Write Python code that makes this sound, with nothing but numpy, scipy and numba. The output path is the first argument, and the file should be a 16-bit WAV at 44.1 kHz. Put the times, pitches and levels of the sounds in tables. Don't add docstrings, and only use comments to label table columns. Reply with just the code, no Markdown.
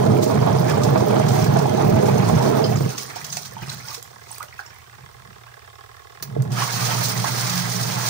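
import sys
import numpy as np
from scipy import signal
from scipy.fft import rfft, irfft, next_fast_len
from scipy.io import wavfile
from scipy.ndimage import uniform_filter1d
from numba import njit

SR = 44100
rng = np.random.default_rng(int(sys.argv[2]) if len(sys.argv) > 2 else 0)


def store_wav(level_fs):
    pcm = np.round(np.clip(np.atleast_2d(level_fs), -1, 1) * 32767)
    wavfile.write(sys.argv[1], SR, pcm.T.astype(np.int16))


N = 356769
TIME = np.arange(N) / SR
UNLOAD_S, BRAKE_S = 2.62, 2.868
RESTART_S, CATCH_S = 6.24, 6.5
RIGHT_LAG_S = .00086

# frequency_hz, level_db
GRIND_COLOUR = [(140, -31), (205, 4.5), (290, -5), (330, -0.5), (390, -4), (435, 7), (465, 1.5), (500, 0),
                (545, -5), (610, 0.5), (740, -4), (810, -3.5), (900, -8), (1200, -15), (1700, -20),
                (2400, -31.5), (4000, -33), (9000, -66)]
# frequency_hz, gain_db
GRIND_BALANCE = [(60, -16), (110, -2), (200, -5), (380, -6.5), (700, -6), (1290, -10.5), (2380, -2.5),
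                 (4400, 0), (8120, -5), (15000, -27.0)]
# frequency_hz, gain_db
TUB_BALANCE = [(60, -34), (99, -3.5), (160, -3.5), (270, -11), (450, -6.5), (740, -8), (1220, -9.5),
               (2010, -4.5), (3330, 1.5), (5500, -5.5), (9080, -7), (15000, -33)]
# middle_s, length_s, sag_db, gear_db
STRAINS = [(6.694, 0.058, 11, -47), (6.793, 0.021, 12, -30), (7.579, 0.14, 13.5, -24.5),
           (7.765, 0.034, 2.5, -23.5), (7.94, 0.11, -0.5, -33), (8.09, 0.14, 5, -42)]


def from_db(db):
    return 10 ** (np.asarray(db) / 20)


def rms_one(x):
    return x / np.sqrt(np.mean(x ** 2) + 1e-20)


def band(x, low_hz, high_hz, order=3):
    edges = [low_hz, min(high_hz, .48 * SR)]
    return signal.sosfilt(signal.butter(order, edges, "band", fs=SR, output="sos"), x)


def unit_in(pair, low_hz, high_hz):
    return pair / np.std(band(pair.mean(0), low_hz, high_hz))


def colour(x, points):
    length = x.shape[-1]
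    size = next_fast_len(length + 4096, real=True)
    hz, db = np.transpose(points)
    gain = from_db(np.interp(np.log(np.fft.rfftfreq(size, 1 / SR) + 1), np.log(hz), db))
    return irfft(rfft(x, size) * gain, size)[..., :length]


def curve(rows):
    return np.interp(TIME, *np.transpose(rows))


def drift(rate_hz):
    knots = rng.standard_normal(int(N / SR * 400))
    return rms_one(np.interp(TIME * 2 * rate_hz, np.arange(len(knots)), knots))


def ramp(start_s, length_s):
    return np.clip((TIME - start_s) / length_s, 0, 1)


def release(start_s, db_per_s):
    return from_db(-db_per_s * np.maximum(TIME - start_s, 0))


def swell(middle_s, length_s):
    return np.exp(-np.minimum(2 * ((TIME - middle_s) / length_s) ** 2, 20))


def bursts(rows, decay_s):
    jumps = np.zeros(N)
    for s, db in rows:
        jumps[int(s * SR)] += from_db(db)
    return signal.lfilter([1], [1, -np.exp(-1 / (decay_s * SR))], jumps + 1e-18)


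def together(*gains):
    return np.sqrt(sum(gain ** 2 for gain in gains))


def grains(per_s, spread_db):
    sizes = from_db(spread_db * np.minimum(rng.exponential(1, N), 4.5)) * rng.choice([-1, 1], N)
    return sizes * (rng.random(N) < per_s / SR)


def ring(clicks, hz, ring_s):
    fade, turn = from_db(-60 / (ring_s * SR)), 2 * np.pi * hz / SR
    return signal.lfilter([0, np.sin(turn)], [1, -2 * fade * np.cos(turn), fade * fade], clicks + 1e-18)


def heard(x, balance, echo_db, sway_s=0, echo_s=0.2):
    t, lead = TIME[:SR // 5], 256
    echo = band(rng.standard_normal((2, len(t))), 350, 18000, order=2)
    echo *= from_db(-60 * t / echo_s) * (t > .002)
    echo *= from_db(echo_db) / np.sqrt(np.sum(echo[0] ** 2))
    direct = np.zeros_like(echo)
    direct[0, 0] = direct[1, round(RIGHT_LAG_S * SR)] = 1

    def along(sound, paths):
        paths = np.pad(paths, ((0, 0), (lead, 0))) / np.sqrt(1 + from_db(2 * echo_db))
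        paths[0] = colour(paths[0], balance)
        sound = np.atleast_2d(sound).astype(np.float32)
        return signal.oaconvolve(sound, paths.astype(np.float32), axes=1)[:, lead:lead + N]

    if not sway_s:
        return along(x, direct + echo)
    delay_s = sway_s * (2 + drift(2))
    swayed = np.clip(np.rint((TIME - delay_s) * SR), 0, N - 1).astype(int)
    return along(x, direct) + along(x[..., swayed], echo)


def background(air_db=-48.0, trim_db=2.0, waver_db=-2.0):
    # frequency_hz, level_db
    air_colour = [(25, -32), (48, -19), (62, -5), (110, -3), (150, -16), (240, -38), (600, -25),
                  (3000, -26.5), (9000, -28), (12500, -39.5), (15000, -24)]
    # pitch_hz, level_db
    idle_tones = [(86.1, -59.5), (118.4, -57.5)]
    air = from_db(air_db) * rms_one(colour(rng.standard_normal((2, N)), air_colour))
    hum = sum(from_db(db + trim_db + waver_db * drift(5)) * np.sin(2 * np.pi * hz * TIME)
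              for hz, db in idle_tones)
    return heard(air + np.sqrt(2) * hum, TUB_BALANCE, echo_db=-28)


def rumble(lumps_db=1.5, coast_db=-43, return_db=-32):
    # frequency_hz, level_db
    tub_colour = [(25, -22), (45, -41), (65, -23), (82, -21), (103, -2), (122, 3.5), (135, 8.5), (158, -2),
                  (178, -0.5), (188, -7), (200, -2), (226, -12), (252, -11.5), (285, -28.5), (400, -13.5),
                  (900, -76)]
    # time_s, level_db
    drag = [(0.0, -19.5), (0.12, -16.5), (0.27, -28), (0.38, -19.5), (0.5, -20), (0.58, -17), (0.69, -20.5),
            (0.83, -21.5), (0.92, -17.5), (1.07, -27), (1.31, -16), (1.37, -21.5), (1.48, -15.5),
            (1.73, -24), (1.96, -16.5), (2.04, -21), (2.2, -18), (2.27, -19), (2.35, -16), (2.45, -24.5),
            (2.66, -22), (2.8, -20), (2.85, -22)]
    # middle_s, length_s, level_db
    load_bumps = [(3.337, 0.15, -43), (3.678, 0.24, -37.5), (3.625, .025, -34.5), (5.028, 0.077, -48),
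                  (5.27, 0.15, -50.5), (6.306, 0.1, -35), (6.457, .05, -30), (6.516, 0.028, -21),
                  (7.572, 0.11, -28.5)]
    boom = colour(rng.standard_normal(N), tub_colour)
    boom /= np.sqrt(uniform_filter1d(boom ** 2, size=2000))
    pair = heard(boom * from_db(lumps_db * drift(25)), GRIND_BALANCE, echo_db=-18.5)
    forward = from_db(curve(drag)) * release(BRAKE_S, db_per_s=380)
    coast = from_db(coast_db) * release(BRAKE_S, db_per_s=10.6)
    bumps = [from_db(db) * swell(s, length_s) for s, length_s, db in load_bumps]
    return unit_in(pair, 80, 250) * together(forward, coast, from_db(return_db) * return_drive(), *bumps)


def grind(trim_db=-1.5, return_db=-43, judder_db=3.0, case_db=-17, gurgle_db=-7.5, split_hz=680):
    # time_s, level_db
    growl_levels = [(0.0, -23.5), (0.2, -22.5), (0.23, -24.5), (0.28, -23), (0.41, -27), (0.55, -25),
                    (0.57, -28), (1.19, -23), (1.28, -30.5), (1.4, -24.5), (1.42, -32), (1.56, -26),
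                    (1.58, -27.5), (2.08, -22.5), (2.14, -29), (2.15, -22.5), (2.23, -31.5), (2.31, -23.5),
                    (2.36, -32), (2.48, -21), (2.5, -23.5), (2.62, -24.5)]
    # time_s, level_db
    rattle_levels = [(0, -29), (.27, -37), (.31, -27.5), (.41, -33), (.45, -27), (.63, -31), (.77, -30),
                     (.93, -29.5), (.96, -25.5), (1.05, -31.5), (1.13, -26.5), (1.22, -30), (1.51, -30.5),
                     (1.58, -25.5), (1.68, -35), (1.76, -32.5), (1.8, -25), (1.85, -29.5), (1.88, -32.5),
                     (2.1, -29.5), (2.48, -28), (2.53, -32), (2.58, -27), (2.8, -41)]
    knocks = grains(per_s=1400, spread_db=-1.0) * from_db(judder_db * drift(60))
    gear_case = rms_one(ring(knocks, hz=436, ring_s=0.041))
    body = rms_one(colour(knocks, GRIND_COLOUR)) + from_db(case_db) * gear_case
    gurgle = bubbles(110, spread_db=0.7, low_hz=330.6, high_hz=1288, cycles=46.4, rise=0.22)[0]
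    body += from_db(gurgle_db) * rms_one(colour(gurgle, GRIND_COLOUR))
    body /= np.sqrt(uniform_filter1d(body ** 2, size=2500))
    panels = rms_one(band(colour(rng.standard_normal((2, N)), GRIND_COLOUR), 350, 5700, order=1))
    pair = heard(body + from_db(-8) * panels, GRIND_BALANCE, echo_db=-8.5, sway_s=0.001212)
    lows = signal.sosfiltfilt(signal.butter(3, split_hz, fs=SR, output="sos"), pair)
    growl = unit_in(lows, 280, split_hz) * from_db(curve(growl_levels))
    rattle = unit_in(pair - lows, split_hz, 1500) * from_db(curve(rattle_levels))
    forward = (growl + rattle) * from_db(trim_db) * release(UNLOAD_S, db_per_s=55)
    return forward + unit_in(pair, 280, split_hz) * from_db(return_db) * return_drive()


@njit
def chirps(rows, rise, size):
    out = np.zeros(size)
    for k in range(len(rows)):
        at, height, turn, life = int(rows[k, 0]), rows[k, 1], rows[k, 2], rows[k, 3]
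        fade = np.exp(-np.log(1000) / life)
        for i in range(min(int(life * 2 / 3), size - at)):
            out[at + i] += height * np.sin(turn * i * (1 + rise * i / life / 2))
            height *= fade
    return out


def bubbles(per_s, spread_db, low_hz, high_hz, cycles, rise):
    born = grains(per_s, spread_db)
    at = np.flatnonzero(born)
    pitch, life, *places = rng.random((6, len(at)))
    hz = low_hz * (high_hz / low_hz) ** pitch
    life_samples = cycles * (.5 + life) * SR / hz
    pair = []
    for delay, near in (places[:2], places[2:]):
        starts = at + delay * RIGHT_LAG_S * SR * .5
        heights = born[at] * hz ** 1.5 * (.5 + near)
        rows = np.column_stack([starts, heights, 2 * np.pi * hz / SR, life_samples])
        pair.append(chirps(rows, float(rise), N))
    return rms_one(np.array(pair))


def stirring(forward_db=(-43, -41), still_db=(-62.5, -67.5), pick_up_db_per_s=1.36, surge_db=0.5):
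    # middle_s, length_s, slosh_db, spray_db
    wall_waves = [(.235, .025, -60, -36), (.69, .06, -39, -41), (1.379, .12, -41, -39),
                  (2.08, .03, -40, -40), (2.3, .1, -52, -40), (2.45, .04, -48, -39), (2.91, .04, -45, -38),
                  (3.019, .05, -61, -38), (3.102, .025, -45, -44), (3.36, .1, -63, -39.5),
                  (3.451, .05, -63.5, -43), (3.629, 0.0393, -45, -46), (3.72, .07, -45, -41),
                  (3.22, .06, -63, -48), (3.8, .04, -53, -46), (3.919, .09, -47, -40),
                  (4.33, .11, -55.5, -48), (4.43, 0.0424, -52, -54), (4.6, 0.0249, -51.5, -49),
                  (4.7, 0.151, -57.5, -59), (6.6, .055, -32.5, -39), (6.898, 0.0814, -33.5, -44),
                  (7.35, .16, -40.5, -46), (8.08, .15, -34.5, -46)]
    # time_s, level_db
    return_spray = [(6.58, -32.5), (6.66, -30), (6.705, -38), (6.73, -31.5), (6.83, -30), (7.0, -32),
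                    (7.095, -29.5), (7.125, -35), (7.22, -32), (7.4, -30.5), (7.45, -33.5), (7.54, -30.5),
                    (7.62, -33), (7.99, -32.5), (8.06, -29.5)]
    pick_up = from_db(pick_up_db_per_s * np.minimum(TIME - UNLOAD_S, 0))
    forward = pick_up * release(UNLOAD_S, db_per_s=11.0)
    return_slosh = from_db(-35) * release(CATCH_S, db_per_s=2.5)
    for k, back in enumerate([return_slosh, from_db(curve(return_spray))]):
        driven = from_db(forward_db[k]) * forward + back * ramp(CATCH_S, length_s=0.1)
        waves = [from_db(db[k]) * swell(s, length_s) for s, length_s, *db in wall_waves]
        yield together(driven * from_db(surge_db * drift(9)), from_db(still_db[k]), *waves)


def water(rush_db=3.5, crackle_db=-16, clump_db=1.76, split_hz=3000, hard_stir_db=-34.5):
    # frequency_hz, level_db
    water_colour = [(150, -17), (300, -3), (450, -5.5), (720, 0), (1250, -1), (2000, -6.5), (3000, -12.5),
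                    (4200, -3), (6100, -1), (7900, -10.5), (8800, -6.5), (12500, -19), (14000, -12.5),
                    (15000, -4.5)]
    slosh_gain, spray_gain = stirring()
    stir = np.minimum(spray_gain / from_db(hard_stir_db), 1.8)
    big_per_s, fine_per_s = 110 + 1400 * stir, 500 + 4500 * stir
    merged = np.sqrt(0.53 + stir)
    big = bubbles(big_per_s, spread_db=-1.0, low_hz=448.4, high_hz=3266, cycles=37.7, rise=0.19)
    slosh = rms_one(big / np.sqrt(big_per_s)) + from_db(rush_db) * merged * rng.standard_normal((2, N))
    fine = bubbles(fine_per_s, spread_db=4.0, low_hz=2650, high_hz=15650, cycles=28, rise=0.16)
    spray = rms_one(fine / np.sqrt(fine_per_s)) + merged * rng.standard_normal((2, N))
    foam = bubbles(40, spread_db=4.0, low_hz=4970, high_hz=15400, cycles=3.9, rise=0)
    spray += from_db(crackle_db) * foam
    slosh = band(colour(slosh * from_db(clump_db * drift(30)), water_colour), 174, split_hz)
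    spray = band(colour(spray * from_db(clump_db * drift(45)), water_colour), split_hz, SR / 2)
    slosh = unit_in(heard(slosh, TUB_BALANCE, echo_db=-4.5, sway_s=0.000796), 1500, 2800)
    spray = unit_in(heard(spray, TUB_BALANCE, echo_db=-8.5, sway_s=.0003), 3500, 10000)
    return (slosh * slosh_gain + spray * spray_gain) / np.sqrt((1 + merged ** 2) / 2.08)


def tooth_slips(trim_db=1.0, ring_s=0.02, crunch_db=-8.0, crunch_s=0.0031):
    # start_s, level_db, pitch_hz
    knocks = [(0.146, -15, 638), (.289, -14, 497), (0.429, -14, 990), (1.016, -10, 619), (1.152, -12, 700),
              (1.731, -11, 345), (2.807, -7, 465), (2.861, -10, 428)]
    rings = sum(ring(bursts([(s, db)], 1 / SR), hz, ring_s) for s, db, hz in knocks) * (1 - 1 / np.e)
    crunch = rms_one(colour(rng.standard_normal(N), GRIND_COLOUR))
    crunch *= bursts([(s, db) for s, db, _ in knocks], crunch_s)
    return heard(from_db(trim_db) * rings + from_db(crunch_db) * crunch, GRIND_BALANCE, echo_db=-6.0)


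def splashes(build_s=0.006, decay_s=0.007):
    # start_s, level_db
    slaps = [(0.2264, -17.5), (.695, -22.5), (0.8345, -14.5), (0.975, -22.5), (1.2845, -17.5),
             (1.4427, -20.5), (1.5873, -21.5), (2.0552, -20.5), (2.4236, -20.5), (2.9785, -15.5),
             (3.1595, -21), (3.2445, -18.5), (3.3247, -20), (3.3663, -16), (3.4516, -20.5), (3.6961, -23.5),
             (3.9435, -19), (6.519, -23), (7.468, -15.5), (7.4947, -13), (7.576, -14)]
    # frequency_hz, level_db
    splash_colour = [(300, -31), (1000, -7), (3000, -8), (5800, 4.5), (7600, -2), (9000, -3.5),
                     (12500, -15), (15200, 3)]
    shower = uniform_filter1d(bursts(slaps, decay_s), size=int(build_s * SR))
    active = shower > from_db(-60)
    tiny = bubbles(6000 * active, spread_db=2.0, low_hz=880, high_hz=14900, cycles=0.86, rise=0.16)
    tiny = colour(tiny, splash_colour)
    return tiny / np.std(tiny[:, active]) * shower


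def pops(trim_db=-3.0, decay_s=0.0018):
    # start_s, level_db
    foam_pops = [(0.2405, -20), (.517, -36), (.595, -20), (1.083, -20), (1.3443, -19.5), (3.9445, -17.5),
                 (4.0264, -19.5), (4.3405, -33), (4.3819, -18), (4.4277, -18), (6.4213, -22)]
    hiss = rms_one(band(rng.standard_normal(N), 3500, 20000, order=1))
    return hiss * bursts(foam_pops, decay_s) * from_db(trim_db)


def plops(rows, trim_db, rise_per_s, swell_s, shed_db, scatter):
    out, t = np.zeros(N), TIME[:SR // 10]
    for s, db, hz, ring_s in rows:
        shed = [(s + rng.uniform(0, ring_s / 4), db + shed_db, hz * np.exp(rng.normal(0, scatter)))
                for _ in range(4)]
        for start_s, level_db, pitch_hz in [(s, db, hz)] + shed:
            at = int(start_s * SR)
            height = (1 - np.exp(-t / swell_s)) * from_db(level_db + trim_db - 60 * t / ring_s)
            glide_hz = pitch_hz * (1 + rise_per_s * (t - ring_s / 6))
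            out[at:at + len(t)] += height * np.sin(2 * np.pi * np.cumsum(glide_hz) / SR)
    return out


def gulps():
    # start_s, level_db, pitch_hz, ring_s
    pockets = [(1.656, -7, 820, 0.036), (2.654, -25, 650, 0.054), (2.715, -11, 700, 0.033),
               (2.755, -24, 1250, 0.044), (2.93, -31, 1350, 0.048), (3.097, -38, 1030, 0.03),
               (3.159, -24, 722, 0.051), (3.163, -24, 920, 0.048), (3.369, -17, 705, 0.024),
               (3.52, -31.5, 516, 0.048), (3.566, -21.5, 913, .045), (3.625, -32.5, 360, .07),
               (3.845, -32, 1430, .04), (3.913, -28.5, 1200, 0.031), (4.161, -36, 952, 0.036),
               (3.975, -31.5, 480, 0.072), (4.308, -27, 910, 0.037), (4.401, -28, 960, 0.046),
               (4.405, -19.5, 1244, 0.035), (4.417, -25, 1420, 0.038), (4.435, -31, 589, 0.043),
               (4.591, -14.5, 1530, 0.0194), (4.594, -25.5, 800, 0.032), (6.57, -19.5, 1323, 0.064),
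               (6.584, -21, 1705, .04), (6.59, -24, 880, 0.056), (6.62, -11.5, 1084, 0.03),
               (6.675, -19, 1080, 0.043), (6.82, -17, 1220, .04), (6.885, -17, 750, 0.048),
               (6.95, -15, 950, .04), (7.241, -10.5, 855, 0.029), (7.244, -12, 1050, 0.023)]
    return plops(pockets, trim_db=2.5, rise_per_s=4.8, swell_s=0.00061, shed_db=-18.0, scatter=0.18)


def drips(ring_s=.02):
    # start_s, level_db, pitch_hz
    droplets = [(2.6403, -14.5, 4950), (2.757, -23, 6640), (2.9819, -22, 6270), (2.995, -29, 2243),
                (3.101, -31.5, 2260), (3.212, -25, 1840), (3.301, -23, 5940), (3.3253, -16, 6400),
                (3.3675, -23, 6000), (3.37, -29.5, 2240), (3.695, -20.5, 4120), (3.8834, -21.5, 5415),
                (4.262, -39, 2102), (4.3127, -23, 9650), (4.36, -37, 2450), (4.526, -30, 1870),
                (4.578, -38, 2650), (4.6613, -31, 5550)]
    rows = [(*droplet, ring_s) for droplet in droplets]
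    return plops(rows, trim_db=2.0, rise_per_s=2.9, swell_s=0.00043, shed_db=-7.5, scatter=0.162)


def thud(at_s=3.63, level_db=-36, pitch_hz=48, length_s=0.02):
    return from_db(level_db) * swell(at_s, length_s) * np.sin(2 * np.pi * pitch_hz * (TIME - at_s))


def timer(tick_at_s=5.675, jitter_s=0.00012, uneven_db=1.1, scrape_s=0.0017, scrape_db=-19, click_db=-13.5):
    # time_s, swings_per_s
    speed = [(4.2, 18.5), (4.88, 17.9), (5.08, 19.0), (5.28, 18.3), (5.47, 19.3), (5.68, 18.3), (5.9, 19.1),
             (6.2, 19.8)]
    # delay_s, level_db, brightest_hz
    taps = [(0.0003, 1, 1600), (0.0036, 1, 1300), (0.0082, -1, 620), (0.0253, 2.5, 2200), (0.031, -6, 750)]
    # pitch_hz, width_hz, level_db
    case_tones = [(443, 64, 7), (549.7, 46, -11), (674, 60, 3.5), (794, 54, 4.5), (1080, 33, 6),
                  (1160, 53, 2), (1324, 93, -2.5), (1700, 107.4, 3), (2076, 100, -6), (3530, 96, -15.5),
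                  (5460, 89, 1)]
    # time_s, level_db
    loudness = [(4.2, -46), (4.85, -47.5), (5.25, -45.5), (6.2, -44.5)]
    swing = np.cumsum(curve(speed)) / SR
    swing -= np.interp(tick_at_s, TIME, swing)
    starts = TIME[np.flatnonzero(np.diff(np.floor(swing)))]
    force = 0
    for delay_s, db, hz in taps:
        chance = rng.standard_normal((len(starts), 2))
        hits = [(np.clip(s + delay_s + jitter_s * late, 0, TIME[-1]), db + uneven_db * hard)
                for s, (late, hard) in zip(starts, chance)]
        scrape = from_db(scrape_db) * rng.standard_normal(N) * bursts(hits, scrape_s)
        force = force + band(bursts(hits, 1 / SR) + scrape, hz / 2, hz * 2, order=1)
    case = sum((-1) ** k * from_db(db) * width * ring(force, hz, 2 / width)
               for k, (hz, width, db) in enumerate(case_tones))
    ticks = rms_one(band(case, 285, 8800)) + from_db(click_db) * rms_one(force)
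    return heard(ticks * from_db(curve(loudness)), TUB_BALANCE, echo_db=-15)


def contact_snap(at_s=6.225, level_db=-15.0):
    # frequency_hz, level_db
    snap_colour = [(400, -7), (2200, -7), (3200, -19), (4300, -4), (6700, -1.5), (7800, -15), (9500, -5),
                   (12500, -25), (15200, 4)]
    clicks = bursts([(at_s - 0.0014, level_db - 12), (at_s, level_db)], decay_s=0.0097)
    return rms_one(colour(rng.standard_normal((2, N)), snap_colour)) * clicks


def return_drive(spin_up_s=0.22):
    sag_db = sum(db * swell(s, length_s) for s, length_s, db, _ in STRAINS)
    return ramp(RESTART_S, spin_up_s) * from_db(-sag_db)


def motor(hum_hz=119.7, hum_db=-25.0, waver_db=1.6, gear_hz=179, gear_db=-36, pitch_waver=0.0049):
    drive = return_drive()
    strains = [from_db(db) * swell(s, length_s) for s, length_s, _, db in STRAINS]
    singing = together(from_db(gear_db) * drive, *strains)
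    hum = from_db(hum_db + waver_db * drift(8.6)) * drive * np.sin(2 * np.pi * hum_hz * TIME)
    gear = singing * np.sin(2 * np.pi * np.cumsum(gear_hz * (1 + pitch_waver * drift(7.6))) / SR)
    return heard(np.sqrt(2) * (hum + gear), TUB_BALANCE, echo_db=-7)


def clunk(at_s=6.363, blow_db=-16.5, cushion_s=0.0011, boom_s=6.378, boom_db=-9.5, boom_hz=132):
    # pitch_hz, level_db, ring_s
    tub_tones = [(131, -2, 0.19), (315, 2.5, 0.13), (443, 12, 0.09), (640, 17.5, 0.026)]
    blow = bursts([(at_s, blow_db)], cushion_s) / (cushion_s * SR)
    knock = sum((-1) ** k * from_db(db) * ring(blow, hz, ring_s)
                for k, (hz, db, ring_s) in enumerate(tub_tones))
    shove = np.sin(np.pi * ramp(boom_s, length_s=0.047))
    return knock + from_db(boom_db) * shove * np.sin(2 * np.pi * boom_hz * TIME)


def scene():
    machine = rumble() + grind() + tooth_slips() + motor() + timer()
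    restart = heard(contact_snap() + clunk(), TUB_BALANCE, echo_db=-12.5)
    slops = heard(gulps() + drips() + splashes() + pops() + thud(), TUB_BALANCE, echo_db=-5.5)
    return machine + restart + slops + water() + background()


def record(dry):
    ceiling, cutoff_hz = .8, 15600
    rounded = dry / (1 + (dry / ceiling) ** 8) ** (1 / 8)
    return signal.sosfilt(signal.ellip(12, .2, 80, cutoff_hz, fs=SR, output="sos"), rounded)


dry = scene()
out = record(dry)
store_wav(out)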